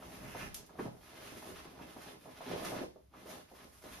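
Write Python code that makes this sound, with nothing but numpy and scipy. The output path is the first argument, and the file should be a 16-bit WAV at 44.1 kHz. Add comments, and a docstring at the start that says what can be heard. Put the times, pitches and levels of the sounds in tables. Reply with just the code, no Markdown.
"""Denim from the closet

A denim garment is pulled from a closet, gathered up, swung open and folded in a small bedroom.
Slipping threads hiss, heavy folds flap, push the air and snap taut with soft pops.
A hanger clicks, buttons and seams tick, and the weight settles with one dull thump.
The room answers briefly over a faint rumble."""
import sys
import numpy as np
from scipy import signal
from scipy.fft import rfft, irfft, next_fast_len
from scipy.io import wavfile
from scipy.ndimage import map_coordinates

SR = 44100
rng = np.random.default_rng(int(sys.argv[2]) if len(sys.argv) > 2 else 0)


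def unload_wav(signal):
    """Save mono or channel-first audio to the path in sys.argv[1] as 16-bit WAV at rate SR, clipped to [-1, 1]."""
    wavfile.write(
        sys.argv[1],
        SR,
        np.round(np.clip(np.atleast_2d(signal).T, -1, 1) * 32767).astype(np.int16),
    )


N = 176400
T = np.arange(N) / SR
TOP_HZ = 15500


def handling():
    """Threads slip by the thousand and hiss; the heavier folds flap underneath."""
    # One table a gesture. Each row: time in seconds, then slide, fibre and flap levels in relative dB.
    pull = [(0.0, -64, -68, -55), (0.29, -61, -62, -52), (0.338, -63, -62, -55.5), (0.35, -57, -63.5, -45),
            (0.386, -54.5, -59, -52), (0.444, -61.5, -62, -49), (0.53, -66.5, -75.5, -66)]
    lower = [(.6, -68, -79, -54.5), (.66, -72.5, -79, -67.5), (.72, -73.5, -81, -60.5),
             (.775, -70, -74, -54), (0.799, -56.5, -63.5, -60), (.86, -63.5, -71.5, -43.5),
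             (.90, -71, -77, -55), (.94, -80, -79, -57)]
    gather = [(0.97, -74.5, -74.5, -62), (1.038, -68, -73, -63), (1.17, -58.5, -66.5, -56.5),
              (1.28, -58.5, -64, -55.5), (1.38, -60, -62.5, -59.5), (1.474, -60, -64, -51),
              (1.492, -59.5, -62.5, -61), (1.588, -57.5, -66.5, -55), (1.634, -64.5, -70, -64),
              (1.66, -60.5, -71, -56), (1.72, -68, -72.5, -54.5)]
    turn = [(1.76, -69.5, -77, -56.5), (1.816, -62.5, -68.5, -49), (1.93, -64.5, -68.5, -60.5),
            (1.972, -66, -70.5, -50), (2.022, -60, -63.5, -63), (2.078, -57.5, -64, -54),
            (2.174, -70, -75, -57.5), (2.202, -69.5, -69, -90), (2.22, -68, -70.5, -60)]
    swing = [(2.25, -68.5, -71, -55), (2.27, -67.5, -70, -52), (2.368, -61, -69, -59.5),
             (2.44, -56.5, -65.5, -52.5), (2.505, -51.5, -61.5, -45), (2.524, -52, -68, -45.5),
             (2.55, -53, -63.5, -42), (2.59, -55, -62.5, -52), (2.634, -56.5, -59, -46),
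             (2.654, -49, -56.5, -45.5), (2.718, -55.5, -57.5, -44.5), (2.792, -51, -62.5, -45),
             (2.83, -59, -64.5, -45), (2.87, -69.5, -74, -66), (2.928, -79, -85.5, -81),
             (3.1, -102, -105, -96)]
    catch = [(3.12, -78, -86, -63), (3.14, -71, -79, -66), (3.16, -68.5, -76, -59),
             (3.25, -63.5, -67.5, -57), (3.305, -55.5, -58.5, -51), (3.398, -62.5, -67.5, -53),
             (3.472, -77, -80.5, -85), (3.49, -66, -75, -73)]
    fold = [(3.51, -71, -69.5, -63), (3.614, -60.5, -68.5, -62), (3.662, -71, -73, -57),
            (3.702, -73, -71, -66.5), (3.814, -72, -70, -70), (3.844, -63.5, -68, -53),
            (3.958, -56, -59, -56), (4.0, -65, -65, -61)]
    # Midrange slide, airy fibres, low flap. Each row: frequency in Hz, relative level in dB.
    slide_eq = [(150, -5), (500, -2), (1000, 5), (1700, 3), (2800, -0.5), (4000, -3.5), (6000, -9.5),
                (8000, -20.5), (11000, -27), (15000, -60)]
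    fibre_eq = [(2000, -15.5), (5000, 1.5), (8000, 3), (10500, 3.5), (12500, 2), (14000, -2.5),
                (15000, -43)]
    flap_eq = [(30, -67), (55, -21), (90, -10.5), (140, -1), (230, 1), (420, -0.5), (650, -2.5),
               (900, -6.5), (1400, -18), (3000, -34), (8000, -65)]
    times, *faders = np.transpose([*pull, *lower, *gather, *turn, *swing, *catch, *fold])
    slide_db, fibre_db, flap_db = [np.interp(T, times, fader) for fader in faders]
    grip_db = 1.82 * wobble(45)  # uneven grip shakes both hisses together
    slide = colour(slips(3000, spread_db=2.0) * amp(slide_db + grip_db + 2.0), slide_eq)
    fibres = colour(slips(5000, spread_db=0.5) * amp(fibre_db + grip_db + 1.5), fibre_eq)
    flap = colour(slips(1500, spread_db=2.5) * amp(flap_db + 1.5 * wobble(30.02) - 3.0), flap_eq)
    return slide + fibres + flap


def scrapes():
    """Cloth drags hard over an edge or a seam with a grainy rasp."""
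    # Each row: peak time in seconds, half-width in seconds, level in dB.
    drags = [(.14, 0.093, -64.5), (.31, 0.054, -57), (.425, 0.033, -49.5), (.47, 0.0075, -58.5),
             (1.25, 0.054, -74), (1.83, 0.011, -60), (2.70, 0.023, -57), (2.785, 0.0077, -52.5),
             (3.18, 0.017, -66)]
    # The rasp's tone. Each row: frequency in Hz, relative level in dB.
    scrape_eq = [(200, 5), (700, -1.5), (1500, 11.5), (2800, 8.5), (3700, -18), (6000, -1), (10000, -49)]
    return colour(slips(1200, spread_db=2.5) * swells(drags), scrape_eq)


def wafts():
    """The moving garment pushes air in soft, bassy swells."""
    # Each row: peak time in seconds, half-width in seconds, level in dB.
    puffs = [(.07, .012, -60.5), (.23, 0.059, -56), (.44, 0.051, -51.5), (.84, 0.029, -52.5),
             (1.33, 0.029, -62.5), (1.53, 0.011, -55.5), (1.68, 0.0099, -57), (2.53, 0.024, -55),
             (2.62, 0.021, -56.5), (2.72, 0.043, -64), (3.93, 0.024, -59.5)]
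    # The air's tone. Each row: frequency in Hz, relative level in dB.
    air_eq = [(25, -25), (42, -1), (55, -6.5), (80, -6.5), (130, -12.5), (190, -8.5), (300, -23),
              (600, -26.5), (2000, -68)]
    return colour(rng.standard_normal(N) * swells(puffs), air_eq)


def brushes():
    """Denim brushes quickly over denim with a bright swish."""
    # Each row: peak time in seconds, half-width in seconds, level in dB.
    strokes = [(.02, 0.044, -71), (.31, 0.035, -61), (.408, 0.0052, -53), (1.27, 0.046, -62),
               (1.824, 0.0062, -59), (1.905, 0.008, -63), (2.08, 0.017, -81)]
    # The swish's tone. Each row: frequency in Hz, relative level in dB.
    brush_eq = [(500, -12), (1800, -3), (2800, 11.5), (4200, -6), (6000, -0.5), (7500, -6), (12000, -8),
                (15000, -66)]
    return colour(slips(2000, spread_db=2.0) * swells(strokes), brush_eq)


def fold_pops():
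    """A fold snaps taut: one soft push and a puff of air around its pitch."""
    # Each row: start in seconds, relative level in dB, pitch in Hz.
    pops = [(0.023, -38, 1140), (0.281, -45, 201), (.349, -34, 730), (.357, -39, 555), (0.449, -44, 320),
            (.693, -43.5, 1060), (.755, -44, 690), (1.322, -40, 340), (1.370, -42.5, 338),
            (1.425, -42, 810), (1.490, -39.5, 368), (1.503, -37, 372), (1.525, -46.5, 420),
            (1.655, -42.5, 410), (1.669, -43.5, 840), (1.791, -38, 980), (1.810, -46, 279),
            (1.835, -43, 620), (1.963, -34, 644), (1.9672, -43.5, 337), (1.976, -56, 480),
            (2.257, -42, 650), (2.407, -33.5, 770), (2.413, -41, 710), (2.481, -38, 336),
            (2.514, -30.5, 600), (2.535, -32, 446), (2.560, -31.5, 443), (2.570, -37, 560),
            (2.622, -29, 690), (2.695, -49, 260), (2.719, -25.5, 645), (2.731, -37.5, 530),
            (2.764, -38.5, 248), (2.788, -34, 427), (2.815, -30.5, 340), (2.824, -31.5, 685),
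            (2.835, -32.5, 490), (2.959, -42.5, 494), (2.967, -54, 590), (2.979, -52.5, 486),
            (3.004, -54, 434), (3.129, -57, 900), (3.138, -39, 1220), (3.163, -62, 445), (3.257, -43, 475),
            (3.505, -53, 800), (3.515, -46.5, 646), (3.522, -44, 510), (3.533, -48.5, 400),
            (3.840, -45, 435), (3.856, -42.5, 560), (3.863, -44.5, 328)]
    puff_decay_s, soften_hz = 0.015, 1640  # soft cloth cannot make a sharp snap
    out, t = np.zeros(N + SR), np.arange(SR // 10) / SR
    for start, db, hz in pops:
        band = signal.butter(2, [hz / 1.8, min(hz * 1.37, 8000)], "band", fs=SR)
        puff = unit(signal.lfilter(*band, rng.standard_normal(len(t)))) * np.exp(-t / puff_decay_s)
        body = push(t, hz, decay_cycles=0.96, rise_s=0.00052)
        out[round(start * SR):][:len(t)] += amp(db - 2.5) * (1.72 * body + 0.3 * puff)
    return signal.lfilter(*signal.butter(3, soften_hz, fs=SR), out[:N])


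def thump():
    """A dull knock and a few low contacts as the weight settles."""
    # Each row: start in seconds, relative level in dB, pitch in Hz.
    landings = [(.790, -35, 290), (.798, -30.5, 340), (0.807, -31.5, 430), (.823, -36.5, 226),
                (0.837, -47, 250), (0.853, -33.5, 290), (0.860, -37, 140), (.885, -40, 145)]
    # The knock's dull tone. Each row: frequency in Hz, relative level in dB.
    knock_eq = [(100, -9), (300, 8), (600, -3.5), (1000, -1.5), (1700, -6.5), (2400, -20.5), (6000, -33),
                (14000, -47)]
    knock_start_s, knock_rise_s, low_cut_hz = 0.785, 0.01, 83.5
    out, t = np.zeros(N + SR), np.arange(SR // 5) / SR
    for start, db, hz in landings:
        out[round(start * SR):][:len(t)] += amp(db + 4) * push(t, hz, decay_cycles=1.27, rise_s=0.0015)
    contacts = signal.lfilter(*signal.butter(2, low_cut_hz, "high", fs=SR), out[:N])
    attack = np.clip((T - knock_start_s) / knock_rise_s, 0, 1)
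    knock = colour(burst(knock_start_s, decay_s=0.015) * attack, knock_eq)
    return contacts + amp(-33) * knock


def hanger():
    """The hanger snaps and rattles briefly; its bending waves deliver the treble first."""
    # Each row: start in seconds, level in dB.
    clicks = [(0.5438, -15), (0.6636, -36)]
    # The hanger's bright tone. Each row: frequency in Hz, relative level in dB.
    hanger_eq = [(300, -30), (1200, -3.5), (2000, -2.5), (3200, 1.5), (4300, 1.5), (5950, 4.5), (7400, 6.5),
                 (9000, 5.5), (10700, 3), (12600, 7), (13800, -4), (14500, -34)]
    bass_lag_s = 0.002
    snap = filtered(impulses(clicks),
                    lambda hz: np.exp(-2j * np.pi * bass_lag_s * hz * (1 - hz / (2 * TOP_HZ))))
    rattle = sum(amp(db - 43) * burst(start, decay_s=0.012) for start, db in clicks)
    return colour(snap + rattle, hanger_eq)


def button_ticks():
    """Buttons and seams make small, sharp contacts."""
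    # Each row: start in seconds, level in dB.
    ticks = [(.169, -35), (1.273, -30), (2.515, -25), (2.650, -17), (3.293, -29), (3.825, -36),
             (3.839, -32)]
    # The tick's tone. Each row: frequency in Hz, relative level in dB.
    tick_eq = [(300, -2.5), (1500, 7.5), (3000, -8), (6000, 0), (11000, -5.5), (13500, -9), (15000, -18)]
    return colour(impulses(ticks), tick_eq)


def room(x, wet_db):
    """The bedroom's short tail: wet_db against the direct sound in the mid, tail alone in the side."""
    # Each row: frequency in Hz, seconds to die away by 60 dB.
    decay_times = [(100, 0.43), (400, 0.27), (1500, 0.2), (5000, 0.32), (12000, 0.2)]
    hz, t, spectrum = signal.stft(rng.standard_normal((2, SR // 2)), SR, nperseg=256)
    decay = amp(-60 * t / along(decay_times, hz)[:, None])
    response = signal.istft(spectrum * decay, SR, nperseg=256)[1]
    response[:, :SR // 500] = 0  # 2 ms pre-delay
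    response /= np.linalg.norm(response, axis=1, keepdims=True)
    response[0] *= amp(wet_db)
    response[0, 0] = 1  # direct sound
    response[0] /= np.linalg.norm(response[0])
    return signal.fftconvolve(x[None], response, axes=1)[:, :N]


def room_tone_and_width(hz):
    """Mid and side response: the room resonates; bass is narrow, mids and most treble wide."""
    # Room modes. Each row: centre in Hz, bandwidth in Hz, added linear gain.
    modes = [(435, 35, 0.51), (609, 27, 0.69), (903, 13, 0.23)]
    # Stereo width. Each row: frequency in Hz, side gain over mid in dB.
    width = [(40, -8.5), (130, -13), (260, -12.5), (500, -.5), (1200, -2), (4000, -2), (6500, -0.5),
             (8000, 17), (10500, -10.5), (13000, -2.5)]
    resonance = 1 + sum(lift * 1j * hz * band / (centre ** 2 - hz ** 2 + 1j * hz * band)
                        for centre, band, lift in modes)
    side = amp(along(width, hz))
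    equal_power = np.sqrt(2 / (1 + side ** 2))
    return resonance * np.array([np.ones_like(side), side]) * equal_power


def rumble():
    """The steady low background of the house, as mid and side."""
    # Each row: frequency in Hz, relative level in dB.
    rumble_eq = [(20, -34), (35, -21), (55, -1), (70, 2.5), (95, -8), (140, -11), (250, -21), (600, -26),
                 (2000, -33), (6000, -36), (13000, -37), (15000, -54)]
    bed = filtered(rng.standard_normal((2, N)), lambda hz: amp(along(rumble_eq, hz)))
    return amp(-69) * unit(bed)


def amp(db):
    """Decibels to gain."""
    return 10 ** (np.asarray(db) / 20)


def unit(x):
    """Scale to rms 1."""
    return x / np.sqrt(np.mean(x ** 2) + 1e-20)


def along(points, hz):
    """Read a curve of (Hz, value) points on a log frequency axis."""
    freqs, values = np.transpose(points)
    return np.interp(np.log(hz + 1), np.log(freqs + 1), values)


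def filtered(x, response):
    """Filter x by a response given as a function of frequency."""
    size = next_fast_len(N + SR // 2)
    return irfft(rfft(x, size) * response(np.fft.rfftfreq(size, 1 / SR)), size)[..., :N]


def colour(x, eq, size=8192):
    """Shape x with a causal, unit-energy filter that follows the EQ curve."""
    cepstrum = irfft(np.log(amp(along(eq, np.fft.rfftfreq(size, 1 / SR)))))
    cepstrum[1:size // 2] *= 2  # minimum phase: nothing rings ahead of an attack
    cepstrum[size // 2 + 1:] = 0
    kernel = irfft(np.exp(rfft(cepstrum)))
    return signal.fftconvolve(x, kernel / np.linalg.norm(kernel))[:N]


def wobble(rate):
    """A smooth random curve, rate knots a second."""
    return map_coordinates(rng.standard_normal(4000), [T * rate], mode="mirror")


def slips(rate, spread_db):
    """Tiny random impulses of uneven size, about rate a second, at rms 1."""
    hits = rng.random(N) < rate / SR
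    sign = np.sign(rng.standard_normal(N))
    size = amp(spread_db * np.clip(rng.standard_normal(N), -2, 2))
    return unit(hits * sign * size)


def swells(rows):
    """A gain with one bell-shaped swell a row; the half-width is its standard deviation."""
    return sum(amp(db) * np.exp(-.5 * ((T - peak) / half_width) ** 2) for peak, half_width, db in rows)


def impulses(rows):
    """One sharp contact a row."""
    out = np.zeros(N)
    for start, db in rows:
        out[round(start * SR)] = amp(db)
    return out


def burst(start, decay_s):
    """Noise that starts abruptly and dies away."""
    return (T >= start) * np.exp(-np.abs(T - start) / decay_s) * rng.standard_normal(N)


def push(t, hz, decay_cycles, rise_s):
    """A heavily damped swing with a rounded attack."""
    return np.sin(2 * np.pi * hz * t) * np.exp(-t * hz / decay_cycles) * (1 - np.exp(-t / rise_s))


def scene():
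    """Garment and hanger in the bedroom over the house rumble, as left and right."""
    mix = room(handling() + scrapes() + wafts() + brushes(), wet_db=-6.0)
    mix += room(fold_pops(), wet_db=-6.0)
    mix += room(thump(), wet_db=-11.0)
    mix += room(hanger(), wet_db=2.5)
    mix += room(button_ticks(), wet_db=3.5)
    mid, side = filtered(mix + rumble(), room_tone_and_width)
    left_db, right_db = -1.89, -0.61
    return np.array([mid + side, mid - side]) * amp([[left_db], [right_db]])


def record(dry):
    """A brick-wall low-pass takes off the very top."""
    return filtered(dry, lambda hz: hz < TOP_HZ)


dry = scene()
out = record(dry)
unload_wav(out)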